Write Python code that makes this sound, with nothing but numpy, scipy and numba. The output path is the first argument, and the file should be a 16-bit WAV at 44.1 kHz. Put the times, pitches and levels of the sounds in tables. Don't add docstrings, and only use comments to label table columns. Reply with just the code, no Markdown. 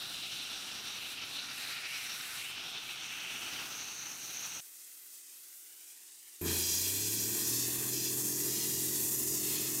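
import sys
import numpy as np
from scipy import signal
from scipy.fft import rfft, irfft, next_fast_len
from scipy.io import wavfile
from scipy.ndimage import uniform_filter1d, map_coordinates
from numba import njit

SR = 44100
rng = np.random.default_rng(int(sys.argv[2]) if len(sys.argv) > 2 else 0)


def persist_wave(psi):
    counts = np.round(np.clip(psi, -1, 1) * 32767).astype(np.int16)
    wavfile.write(sys.argv[1], SR, np.atleast_2d(counts).T)


N = 432166
CLOSE_END_S, BLAST_START_S = 4.605, 6.412

# start_s, level_db
BLAST_LEVEL = [(6.55, -36), (6.85, -34.7), (7.3, -35.8), (7.52, -34.5), (7.87, -36.5), (8.06, -36),
               (8.2, -34.5), (8.6, -35.3), (9.03, -33.7), (9.45, -34), (9.62, -36.3), (9.8, -35)]
# pitch_hz, relative_level_db_per_hz
NOZZLE_COLOUR = [(290, -47), (500, -12), (1000, -15.5), (2000, -13), (3500, -11.5), (5000, -10),
                 (7000, 0.5), (8500, 0), (10000, -1), (12500, 1), (14000, 1.5), (15700, -4.5)]
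# start_s, level_db
NOZZLE_RUMBLE = [(6.4, 2), (6.8, 0), (7.2, 0), (7.4, 4), (7.55, 1.5), (7.85, 5.5), (7.97, 0), (8.5, 1.5),
                 (8.62, 2), (8.75, 0), (9.3, -1.5), (9.6, 4), (9.7, 3.5), (9.8, 1.5)]
# pitch_hz, relative_level_db_per_hz
SPLASH_COLOUR = [(1200, -24.5), (2200, -11), (3300, -6.5), (4300, -3), (5500, -0.5), (7000, 1), (9000, -8),
                 (12000, -30)]
# start_s, bright_band_db, dull_band_db
SPLASH_SWEEP = [(6.42, -10, -18), (6.47, 3, 11), (6.55, 2.5, 8), (6.77, 7.5, 4.5), (6.9, 2.5, 4),
                (7.0, 3, 3.5), (7.1, 2.5, 2), (7.2, 5.5, 1), (7.32, -1.5, 0), (7.45, 2.5, -2),
                (7.63, 5, -1), (7.87, -9, -8), (7.95, 7, 2.5), (8.08, 5, 1), (8.17, -6, -12),
                (8.28, 3, -40), (8.45, 1, -8), (8.6, 3.5, 1), (8.75, 0.5, -4.5), (9.0, -1.5, -6),
                (9.1, -3, -34), (9.35, 1, -21), (9.46, -2, -1), (9.57, 1, 5.5), (9.68, -2, 1),
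                (9.8, -4, -25)]
# start_s, nozzle_delay_ms, splash_delay_ms
BLAST_ECHO_DELAYS = [(6.4, 1.32, 1.24), (7.0, 1.28, 1.22), (7.4, 1.28, 1.23), (7.67, 1.24, 1.09),
                     (8.0, 1.27, 1.23), (8.3, 1.26, 1.1), (8.6, 1.23, 0.98), (9.0, 1.26, 1.12),
                     (9.25, 1.18, 0.97), (9.5, 1.14, 1.2), (9.8, 1.2, 1.2)]
# start_s, level_db
LIP_WHISTLE = [(6.41, -45), (6.47, -44), (6.52, -53), (7.0, -57), (9.8, -58)]
FILL_DB, FILL_WAIT_S, FILL_PACE_S = -11, 0.029, 0.035
SURGE_DB, SURGE_HOLD_S, SURGE_PACE_S = 13.5, 0.077, 0.093


def blast():
    fill_db = FILL_DB * settling(BLAST_START_S + FILL_WAIT_S, FILL_PACE_S)
    blast_db = columns(BLAST_LEVEL)[0] + fill_db
    surge_db = SURGE_DB * settling(BLAST_START_S + SURGE_HOLD_S, SURGE_PACE_S)
    rumble_db = columns(NOZZLE_RUMBLE)[0] + surge_db
    bright_db, dull_db = columns(SPLASH_SWEEP)
    nozzle_ms, splash_ms = columns(BLAST_ECHO_DELAYS)

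    def nozzle_moves(hz):
        return blast_db + rumble_db * bump(hz, 1270, 1.95)

    def splash_moves(hz):
        bright = bright_db * bump(hz, 5600, 0.41)
        dull = dull_db * bump(hz, 2870, 0.57)
        return blast_db + bright + dull

    nozzle_grit = grit(scatter_db=2.37, sputter_db=1.15)
    nozzle = spray(nozzle_grit, NOZZLE_COLOUR, nozzle_moves, flicker_db=-0.05)
    splash_grit = grit(scatter_db=1.6, sputter_db=0.9)
    splash = spray(splash_grit, SPLASH_COLOUR, splash_moves, flicker_db=1.0)
    nozzle = echoed(nozzle, nozzle_ms, share=0.62, turn=1.6, top_hz=4400)
    splash = echoed(splash, splash_ms, share=0.61, turn=0.4, top_hz=6400)
    jet = scattered(nozzle + undb(-6) * splash, share=0.13, drift_ms=0.124)

    whistle_hz = 12400 * undb(0.08 * walk(4.3))
    whistle = level(svf(rng.standard_normal(N), whistle_hz, 350.), 0)
    return jet + whistle * undb(*columns(LIP_WHISTLE))


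# start_s, low_ring_db, middle_ring_db, high_ring_db, broad_roar_db
CLOSE_LEVELS = [(0.0, -58, -49, -63, -46), (0.3, -45.5, -46.5, -53, -48), (0.76, -52.5, -52, -54, -45.5),
                (0.92, -50.5, -48, -51, -47), (1.1, -47.5, -52, -62, -45.5), (1.4, -53.5, -48, -55, -46),
                (1.55, -51, -50, -58, -44.5), (1.7, -50.5, -51, -72, -43), (1.85, -47, -56, -63, -44.5),
                (2.0, -48, -53, -55, -44), (2.14, -52, -49, -51, -45.5), (2.32, -54, -56, -65, -44),
                (2.47, -46, -62, -68, -46), (2.7, -50.5, -48.5, -57, -45.5),
                (2.9, -47.5, -50.5, -60, -46.5), (3.08, -45.5, -58, -53, -45), (3.22, -48.5, -68, -58, -45),
                (3.4, -49, -68, -53.5, -45.5), (3.65, -51.5, -75, -58, -44.5),
                (3.82, -53.5, -54, -46, -46.5), (4.2, -58, -59, -47, -48), (4.44, -54, -56, -45.5, -45.5),
                (4.6, -54, -60, -46, -48)]
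# pitch_hz, relative_level_db_per_hz
CLOSE_COLOUR = [(15, -48), (25, -21), (124, -10.5), (273, -8), (522, -15), (783, -6.5), (1020, -9.5),
                (1390, -0.5), (2090, -4.5), (2650, -3.5), (4940, -3), (5840, -6), (7600, -12.5),
                (9880, -44), (16700, -120)]
# start_s, level_db
CLOSE_BASS = [(0, -41.5), (0.4, -43), (0.95, -41), (1.3, -42), (1.9, -45.5), (2.45, -45.5), (2.6, -41.5),
              (3.1, -45.5), (3.4, -40.5), (3.7, -41), (4.0, -44.5), (4.6, -43)]
# start_s, level_db
CLOSE_MIDDLE = [(0, -1), (1.45, -1), (1.65, 3), (2.35, 2), (2.6, -3), (3.0, -1), (3.6, 1), (3.8, -2),
                (4.6, -2)]
# start_s, depth_0_to_1
CLOSE_DARK_LINE = [(0, .15), (2.85, .15), (3.0, .75), (3.45, .7), (3.6, .2), (4.6, .25)]
# start_s, low_hz, middle_hz, high_hz
RING_CENTRES = [(0.0, 3000, 3800, 5490), (1.4, 2800, 3800, 5640), (1.75, 2520, 3950, 5700),
                (2.35, 2600, 3750, 5600), (2.6, 2780, 3520, 5400), (3.1, 2740, 3600, 5950),
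                (3.65, 2740, 3450, 6000), (3.85, 2660, 4030, 6120), (4.6, 2650, 4000, 6090)]
RING_WIDTHS = [1370, 1390, 1470, 1070]
FAINT_RING_HZ, FAINT_RING_DB, FAINT_FADE_DB_PER_S = 4750, -56, 6.5


def close_roar():
    *ring_db, roar_db = columns(CLOSE_LEVELS)
    faint_db = FAINT_RING_DB - FAINT_FADE_DB_PER_S * np.arange(N) / SR
    bass_db, = columns(CLOSE_BASS)
    middle_db, = columns(CLOSE_MIDDLE)
    depth, = columns(CLOSE_DARK_LINE)

    def moves(hz):
        bass = (bass_db - roar_db) * bump(hz, 270, 1.74)
        middle = middle_db * bump(hz, 1950, 0.4)
        return roar_db + bass + middle

    hits = grit(scatter_db=2.5, sputter_db=1.28)
    roar = spray(hits, CLOSE_COLOUR, moves, flicker_db=0.9)
    centres = *columns(RING_CENTRES), np.full(N, float(FAINT_RING_HZ))
    for hz, width, db in zip(centres, RING_WIDTHS, (*ring_db, faint_db)):
        wander_db = 1.3 * walk(22)
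        ring = svf(svf(hits, hz, float(width)), hz, float(width))
        roar = roar + level(ring, 0) * undb(db + wander_db)
    roar = roar - depth * svf(roar, np.full(N, 4930.), 300.)
    roar = scattered(roar, share=0.028, drift_ms=0.11)
    return signal.sosfilt(signal.butter(10, 7000, fs=SR, output="sos"), roar)


# start_s, level_db
FAR_LEVEL = [(0.0, -48), (0.7, -47), (0.95, -48.5), (1.12, -44), (1.2, -53), (1.32, -46), (1.45, -50),
             (1.56, -44), (1.74, -45.5), (1.83, -51), (1.93, -44.5), (2.3, -41.5), (2.51, -46.5),
             (2.57, -55), (2.7, -49.5), (2.8, -53), (2.91, -46), (2.97, -51.5), (3.25, -48), (3.55, -45.5),
             (3.9, -49), (4.4, -47), (4.7, -48.5), (5.7, -50), (6.2, -50.5), (6.4, -50.5)]
# pitch_hz, relative_level_db_per_hz
FAR_COLOUR = [(90, -56), (130, -49), (500, -19), (1000, -17.5), (2000, -10.5), (4000, -8.5), (6000, -3.5),
              (7500, -1), (9300, 0.5), (10900, -1), (12500, -0.5), (14500, 3), (15700, -3.5)]
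# start_s, level_db
FAR_TOP_TREBLE = [(0, -12), (0.65, -16), (2.2, -14), (3.0, -12), (3.7, -8), (5.6, -3.5), (6.1, -11),
                  (6.4, -6)]
# start_s, pitch_hz, depth_0_to_1
FAR_DARK_LINE = [(0, 11500, .6), (0.4, 10900, .4), (1.5, 11100, .2), (2.5, 10300, .3), (3.0, 10200, .5),
                 (4.0, 10700, 0.5), (5.0, 10900, 0.6), (6.4, 11200, .5)]
# start_s, delay_ms, share_0_to_1
FAR_TABLE_ECHO = [(4.6, 1.55, .15), (5.1, 1.5, 0.35), (5.3, 1.62, 0.3), (5.5, 1.45, .25), (5.75, 1.35, .4),
                  (6.0, 1.18, .28), (6.25, 0.98, 0.4), (6.4, 1.1, .3)]
FAR_MIDDLE_DB = -49


def far_hiss():
    treble_db, = columns(FAR_LEVEL)
    top_db, = columns(FAR_TOP_TREBLE)

    def moves(hz):
        top = top_db * bump(hz, 16440, 0.44)
        held_middle = (FAR_MIDDLE_DB - treble_db) * bump(hz, 2400, 1.4)
        return treble_db + top + held_middle

    jet = spray(grit(scatter_db=2.0, sputter_db=0.87), FAR_COLOUR, moves, flicker_db=1.0)
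    line_hz, depth = columns(FAR_DARK_LINE)
    depth = np.clip(depth + 0.16 * walk(2.6), 0, 0.9)
    jet = jet - depth * svf(jet, line_hz, 800.)
    jet = scattered(jet, share=0.074, drift_ms=0.12)
    return echoed(jet, *columns(FAR_TABLE_ECHO), turn=0.046, top_hz=5000)


# cycles_per_shaft_turn, level_db
SHAFT_ORDERS = [(1, -24), (2, -13), (4, -17.5), (5, -5.5), (6, -9), (7, -1.5), (8, -2), (9, -3.5), (10, -8),
                (11, -6.5), (12, -5), (13, -9), (14, -13), (15, -8.5)]
# pitch_hz, level_db
CANOPY_BOOM = [(140, -8), (175, -2), (205, -20), (250, -8), (300, 0), (410, -1), (460, -11), (510, -28)]
# pitch_hz, relative_level_db_per_hz
CLATTER_COLOUR = [(30, -21), (70, -10), (150, -4.5), (250, -4), (350, -2), (440, -1.5), (500, -24.5),
                  (700, -13.5), (900, -58)]
FULL_HZ = 131.5


def engine(fire_hz):
    shaft_hz = fire_hz * (1 + 0.002 * walk(6)) / 3
    turn = 2 * np.pi * np.cumsum(shaft_hz) / SR
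    even_db = 3.7 * np.clip((FULL_HZ - fire_hz) / 44, 0, 1)
    canopy = CANOPY_BOOM + [(600, -60)]
    boom = 0
    for k, order_db in SHAFT_ORDERS:
        canopy_db = shape(k * fire_hz / 3, canopy)
        tone_db = order_db + even_db * (k % 3 == 0) + canopy_db + 0.78 * walk(8)
        boom = boom + undb(tone_db) * np.sin(k * turn + rng.uniform(0, 2 * np.pi))
    clatter = spray(rng.standard_normal(N), CLATTER_COLOUR, lambda hz: 0, flicker_db=-1.5)
    firing = np.sqrt(2) * np.sin(3 * turn)
    return firing, level(level(boom, 0) + level(clatter, -2.5), 0)


DRONE_FROM_S, DRONE_HZ, DRONE_DB = 7.0, 207.7, -58.5


def drone():
    gain = undb(DRONE_DB + 1.0 * walk(4.5))
    hum = np.sqrt(2) * np.sin(2 * np.pi * DRONE_HZ * np.arange(N) / SR)
    return gain * hum * between(DRONE_FROM_S, 10, 0.1)


NEARBY_DELAYS = [1.9, 2.301, 2.7, 3.9]


def scattered(x, share, drift_ms):
    i = np.arange(N)
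    copies = 0
    for ms in NEARBY_DELAYS:
        delay = (ms + drift_ms * walk(1.45)) * SR / 1000
        copies = copies + np.interp(i - delay, i, x)
    return (x + share * copies) / np.sqrt(1 + len(NEARBY_DELAYS) * share ** 2)


def echoed(x, delay_ms, share, turn, top_hz):
    size = next_fast_len(N)
    hz = np.arange(size // 2 + 1) * SR / size
    passed = hz ** 4 / (hz ** 4 + 800. ** 4) / (1 + (hz / top_hz) ** 4)
    dull = irfft(rfft(x, size) * np.exp(1j * turn) * passed, size)
    late = map_coordinates(dull, [np.arange(N) - delay_ms * SR / 1000], order=3)
    return x + share * late


def grit(scatter_db, sputter_db):
    size_db = scatter_db * np.minimum(rng.exponential(size=N), 5)
    sputter = np.clip(walk(70), -1.5, 1.5)
    return rng.standard_normal(N) * undb(size_db + sputter_db * sputter)


def spray(source, colour, moves, flicker_db):
    size = next_fast_len(N)
    hz = np.arange(size // 2 + 1) * SR / size
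    spectrum = rfft(source, size) * undb(shape(hz, colour))
    spectrum /= np.sqrt(np.mean(irfft(spectrum, size) ** 2))
    place = 2 * np.log2(np.maximum(hz, 125) / 125)
    first, last = (int(2 * np.log2(max(row[0], 125) / 125)) for row in (colour[0], colour[-1]))
    out = 0
    for k in range(first, min(last + 2, 15)):
        overlap = np.clip(1 - np.abs(place - k), 0, 1)
        band = irfft(spectrum * overlap, size)[:N]
        out = out + band * undb(moves(125 * 2 ** (k / 2)) + flicker_db * walk(14))
    return out


@njit
def svf(x, hz, width):
    y, b, l = np.empty(len(x)), 0., 0.
    for i in range(len(x)):
        g, k = np.tan(np.pi * hz[i] / SR), width / hz[i]
        v = (b + g * (x[i] - l)) / (1 + g * (g + k))
        b, l, y[i] = 2 * v - b, l + 2 * g * v, k * v
    return y


def bump(hz, centre_hz, octaves):
    return np.exp(-(np.log2(hz / centre_hz) / octaves) ** 2)


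def shape(hz, table):
    f, db = np.transpose(table)
    return np.interp(np.log(np.maximum(hz, 1)), np.log(f), db)


def columns(table):
    s, *rest = np.transpose(table)
    return [np.interp(np.arange(N) / SR, s, c) for c in rest]


def walk(rate):
    k = int(SR / rate)
    steps = np.repeat(rng.standard_normal(N // k + 1), k)
    return 1.3 * uniform_filter1d(uniform_filter1d(steps, k), k)[:N]


def settling(start_s, pace_s):
    return np.exp(-np.maximum(np.arange(N) / SR - start_s, 0) / pace_s)


def between(t0, t1, fade_s=0.0011):
    t = np.arange(N) / SR
    return np.clip(np.minimum(t - t0, t1 - t) / fade_s, 0, 1)


def undb(db):
    return 10 ** (np.asarray(db) / 20)


def level(x, db):
    return x * undb(db) / np.sqrt(np.mean(x ** 2))


# start_s, firing_tone_db, casing_band_db
ENGINE_LEVELS = [(6.42, -44, -39.5), (6.46, -41.5, -36.5), (6.51, -42, -41), (6.68, -52, -51),
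                 (7.01, -48.5, -47), (7.32, -49.5, -45.5), (7.37, -62, -46), (7.42, -55, -45),
                 (7.52, -47, -45.5), (7.7, -50, -46), (9.8, -54.5, -45)]
IDLE_HZ, CLIMB_FROM_S, CLIMB_PACE_S = 86.76, 6.75, 0.62


def scene():
    t = np.arange(N) / SR
    climb_hz = FULL_HZ - (FULL_HZ - IDLE_HZ) * settling(CLIMB_FROM_S, CLIMB_PACE_S)
    firing, boom = engine(np.where(t < BLAST_START_S, FULL_HZ, climb_hz))
    firing_db, boom_db = columns(ENGINE_LEVELS)
    thin_boom = signal.sosfilt(signal.butter(4, 200, "high", fs=SR, output="sos"), boom)

    loud = blast() + undb(firing_db) * firing + undb(boom_db) * boom + drone()
    close = close_roar() + undb(-71.5) * firing + undb(-76) * boom
    far = far_hiss() + undb(-100) * firing + undb(-79.0) * thin_boom

    mono = close * between(-1, CLOSE_END_S)
    mono = mono + far * between(-1, BLAST_START_S)
    mono = mono + loud * between(BLAST_START_S, 10)
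    return np.array([mono, mono])


TOP_HZ = 15750


def record(dry):
    return signal.sosfilt(signal.ellip(12, 0.2, 85, TOP_HZ, fs=SR, output="sos"), dry)


dry = scene()
out = record(dry)
persist_wave(out)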